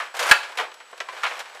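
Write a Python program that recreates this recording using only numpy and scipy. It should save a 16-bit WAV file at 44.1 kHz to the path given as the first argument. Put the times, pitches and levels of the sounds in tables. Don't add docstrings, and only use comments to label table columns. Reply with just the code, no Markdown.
import sys
import numpy as np
from scipy import signal
from scipy.io import wavfile

SR = 44100
rng = np.random.default_rng(int(sys.argv[2]) if len(sys.argv) > 2 else 0)


def generate_wav(signal):
    frames = np.transpose(np.atleast_2d(signal))
    scaled = np.clip(frames, -1, 1) * 32767
    pcm = np.round(scaled).astype(np.int16)
    wavfile.write(sys.argv[1], SR, pcm)


N = 70560
T = np.arange(N) / SR

EDGES = np.geomspace(30, 17000, 24)
CENTRES = np.sqrt(EDGES[1:] * EDGES[:-1])
BASS_HZ, MID_HZ, PRESENCE_HZ, TREBLE_HZ, TOP_HZ = 507, 1320, 2830, 7500, 14000


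def from_db(db):
    return 10 ** (np.asarray(db) / 20)


def rms_one(x):
    return x / np.sqrt(np.mean(x ** 2) + 1e-20)


def decay(age, t60):
    return np.exp(-np.log(1000) * age / t60)


def at_hz(points, hz):
    f, value = np.transpose(points)
    return np.interp(np.log(hz), np.log(f), value)


def band(x, k):
    sos = signal.butter(2, EDGES[k:k + 2], "band", fs=SR, output="sos")
    return signal.sosfilt(sos, x + 1e-18)


def band_gains(spectrum):
    gains = from_db(at_hz(spectrum, CENTRES)) * np.sqrt(np.diff(EDGES))
    return gains / np.linalg.norm(gains)


def coloured_noise(sources, gains):
    return sum(gain * rms_one(band(sources[k % 2], k)) for k, gain in enumerate(gains))


def contact_colour(bass_db, presence_db, treble_db):
    # frequency in Hz, relative density in dB per Hz.
    rink = [(40, -45), (150, -41.5), (240, -40), (340, -21), (480, -3.5), (900, 1.5), (1600, 2), (2700, -2),
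            (4200, -7.5), (7500, -14), (11000, -20.5), (15000, -34)]
    top_db = treble_db + 0.6 * min(treble_db - presence_db, 0)
    tilt = [(BASS_HZ, bass_db), (MID_HZ, 0), (PRESENCE_HZ, presence_db), (TREBLE_HZ, treble_db), (TOP_HZ, top_db)]
    return band_gains(rink) * from_db(at_hz(tilt, CENTRES))


def strikes(rows):
    tick = 4
    treble_ring_share = 0.92
    t = T[:SR // 4]
    out = np.zeros(N + SR)
    chance = rng.standard_normal((len(rows), 2, len(t)))
    chance[:, :, 0] = tick
    gains = np.array([from_db(db) * contact_colour(*colour) for _, db, *colour, _ in rows])
    t60 = np.maximum([row[-1] for row in rows], 0.01)[:, None]
    rings = 0
    for k, hz in enumerate(CENTRES):
        share = at_hz([(MID_HZ, 1), (SR / 4, treble_ring_share)], hz)
        fall = decay(t, t60 * share)
        wave = band(chance[:, k % 2] * fall, k)
        size = np.linalg.norm(fall, axis=1) / np.linalg.norm(wave, axis=1)
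        rings = rings + wave * (2 * gains[:, k] * size)[:, None]
    for row, wave in zip(rows, rings):
        start = max(int(row[0] * SR), 0)
        out[start:start + len(t)] += wave
    return out[:N]


def ring(modes, start_s):
    age = np.maximum(T - start_s, 0)
    motion = np.zeros(N)
    for k, (hz, db, t60) in enumerate(modes):
        direction = (-1) ** k
        motion += direction * from_db(db) * decay(age, t60) * np.sin(2 * np.pi * hz * age)
    return signal.sosfilt(signal.butter(2, 350, "high", fs=SR, output="sos"), motion)


def knocks():
    # start in seconds, level before colouring in dB, bass in dB,
    # presence in dB, treble in dB, ring T60 at the mids and below in seconds.
    contacts = [(0.001, -24, -12.5, -9.5, -26, 0.095), (0.013, -33, -9, -3, -29, 0.25),
                (0.058, -45, -12, 1, -22, 0.18), (0.1405, -32, 0.5, -15, -9, 0.15),
                (0.148, -47.5, -7, 9, 10, 0.21), (0.167, -38.5, 7.5, 3, 10.5, 0.063),
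                (0.192, -29, 6, 3, 6.5, 0.12), (0.203, -29.5, 5, -1, 1, 0.087),
                (0.226, -31, 10, 6, 7, 0.072), (0.236, -36, 5, -1, 11, 0.082),
                (0.257, -22, -4, -15, -8, 0.05), (0.266, -37.5, -3, -2, 14, 0.071),
                (0.278, -34, 8, -6, 7, 0.075), (0.2895, -20, -5, -4, -5, .06),
                (0.2955, -23, 0, -3, 4.5, 0.077), (0.333, -27, -4, 1, -5, 0.13),
                (0.43, -39, -5, 4.5, -2.5, 0.18), (0.495, -44, 9, -2, -5, 0.16),
                (0.52, -41, 7, 0, -3, 0.066), (0.553, -41, 0, -7, -4, 0.086),
                (0.5726, -35.5, 7.5, 6.5, 4, 0.18), (0.586, -25, 1.5, 2.5, -16, 0.095),
                (0.598, -26.5, 6.5, -7, -9, 0.17), (0.609, -31.5, 1.5, -2, -17, 0.23),
                (0.7163, -43.5, -1, 3, -4, 0.033), (0.741, -47, 1, 2, 6.5, 0.053),
                (0.8016, -43, -4, -1, -11, 0.11), (0.914, -55, 2.5, -10, 5, .07),
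                (0.928, -39, 8, -9.5, -18, 0.066), (0.9767, -47, 5, 2.5, 4, 0.077),
                (1.0026, -32.5, 8, 5.5, -2.5, 0.076), (1.0864, -38.5, 2.5, 0, -8, 0.13),
                (1.126, -43, 7.5, 0.5, -5, 0.19), (1.165, -39, 4, -0.5, -11, 0.14),
                (1.2335, -20.5, -9, -4, -14, 0.097), (1.2395, -24.5, -13.5, -4, -6.5, 0.064),
                (1.25, -24, -9.5, -1.5, -22, 0.12), (1.263, -29.5, -4.5, 0, -8, 0.19),
                (1.31, -32.5, -2, -1, -19, 0.12), (1.368, -42, 7, -0.5, -3, 0.18),
                (1.392, -37, 0.5, -0.5, 4.5, 0.11), (1.402, -34, 5.5, 1, -3, 0.068),
                (1.455, -42.5, -2, -1, -7, 0.088), (1.497, -45, -6, -2, -6, .07),
                (1.548, -50.5, 14, 3.5, 4, 0.15)]
    return strikes(contacts)


def rods():
    # time in seconds, level before colouring in dB.
    slide = [(0, -29), (.13, -51), (.2, -25.5), (.3, -22.5), (.42, -38), (.55, -44.5), (.66, -46),
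             (.78, -70), (.9, -51), (1.06, -47.5), (1.18, -37.5), (1.33, -34.5), (1.44, -43.5), (1.52, -44),
             (1.6, -42.5)]
    slips_per_s, spread_db = 2000, 2.5
    bass_db, presence_db, treble_db = -1, -3.5, -5
    sizes = from_db(spread_db * np.minimum(rng.exponential(1, (2, N)), 5))
    directions = rng.choice([-1, 1], (2, N))
    happens = rng.random((2, N)) < slips_per_s / SR
    rub = coloured_noise(sizes * directions * happens, contact_colour(bass_db, presence_db, treble_db))
    return rub * from_db(np.interp(T, *np.transpose(slide)))


def background():
    # frequency in Hz, relative density in dB per Hz.
    floor = [(30, -28), (120, -24.5), (250, -11.5), (600, 5.5), (1500, 5.5), (3000, 0), (6000, -7),
             (9000, -15.5), (15000, -29)]
    floor_db, whine_db = -51, -63
    whine_hz, waver_hz = 7870, 60
    waver_top_hz = 90
    white = rng.standard_normal((3, N))
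    hiss = coloured_noise(white, band_gains(floor))
    waver = rms_one(signal.sosfilt(signal.butter(2, waver_top_hz, fs=SR, output="sos"), white[2]))
    whine = np.sin(2 * np.pi * np.cumsum(whine_hz + waver_hz * waver) / SR)
    return from_db(floor_db) * rms_one(hiss) + from_db(whine_db) * rms_one(whine)


def shot():
    # frequency in Hz, relative level in dB, T60 in seconds.
    boards = [(562.5, -15, .12), (857, -18, .1), (1026, -21, .16), (1160, -23, 0.13), (1384, -6.5, .19),
              (1422, -15, .24), (1519, -9, .14), (1659, 2.5, .1), (1700, -14, 0.18), (1815, -3, .09),
              (1950, -8, 0.041), (2124, -9, 0.029), (2228, -9, 0.052), (2358, -9, 0.055), (2555, -9, .07),
              (2632, -17, 0.19), (2990, -20, 0.17), (4100, -20, 0.14)]
    start_s, rebound_s = 0.3121, 0.0045
    crack_db, rebound_db, boards_db = -9.5, -3.5, -5
    colour = (-5, 3, 2, 0.048)   # bass, presence and treble in dB, T60 in s
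    touches = [(start_s, crack_db, *colour), (start_s + rebound_s, crack_db + rebound_db, *colour)]
    return strikes(touches) + from_db(boards_db) * ring(boards, start_s)


def players():
    # frequency in Hz, relative level in dB, T60 in seconds.
    goalie = [(522, -13, 0.13), (635, -5, .12), (693.4, -3, .11), (1050, -8, .06), (1330, 2.5, 0.092),
              (1598, 1, 0.093), (1694, -1, .07), (1935, 4, 0.066), (2270, -0.5, .07), (3300, 4, 0.027),
              (6300, -2.5, 0.035)]
    # frequency in Hz, relative level in dB, T60 in seconds.
    skater = [(1024, 2, 0.11), (1132, -5, 0.068), (1860, -9, 0.082), (1980, -3.5, 0.08),
              (2360, -3.5, 0.094)]
    goalie_s, goalie_db = 1.003, -32
    skater_s, skater_db = 1.087, -30
    return from_db(goalie_db) * ring(goalie, goalie_s) + from_db(skater_db) * ring(skater, skater_s)


def room(x):
    # frequency in Hz, T60 in seconds.
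    room_t60 = [(100, 0.49), (500, 0.56), (1500, 0.35), (5000, 0.41), (14000, 0.25)]
    level_db, delay_s, build_s = -15, 0.007, 0.0059
    t = T[:SR * 3 // 4]
    build_up = np.clip((t - delay_s) / build_s, 0, 1)
    white = rng.standard_normal((2, len(t))) * build_up
    tail = sum(band(white[k % 2] * decay(t, at_hz(room_t60, hz)), k) for k, hz in enumerate(CENTRES))
    return from_db(level_db) * signal.fftconvolve(x, tail / np.linalg.norm(tail))[:N]


def scene():
    game = knocks() + rods() + shot() + players()
    return (game + room(game) + background())[None]


def record(dry):
    ceiling = 1.0
    dip_edges_hz, dip_share = (90, 200), 0.5
    cutoff_hz = 15300
    held = dry / (1 + (dry / ceiling) ** 6) ** (1 / 6)
    bass = signal.sosfilt(signal.butter(1, dip_edges_hz, "band", fs=SR, output="sos"), held)
    thinned = held - dip_share * bass
    return signal.sosfilt(signal.ellip(12, 0.1, 90, cutoff_hz, fs=SR, output="sos"), thinned)


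dry = scene()
out = record(dry)
generate_wav(out)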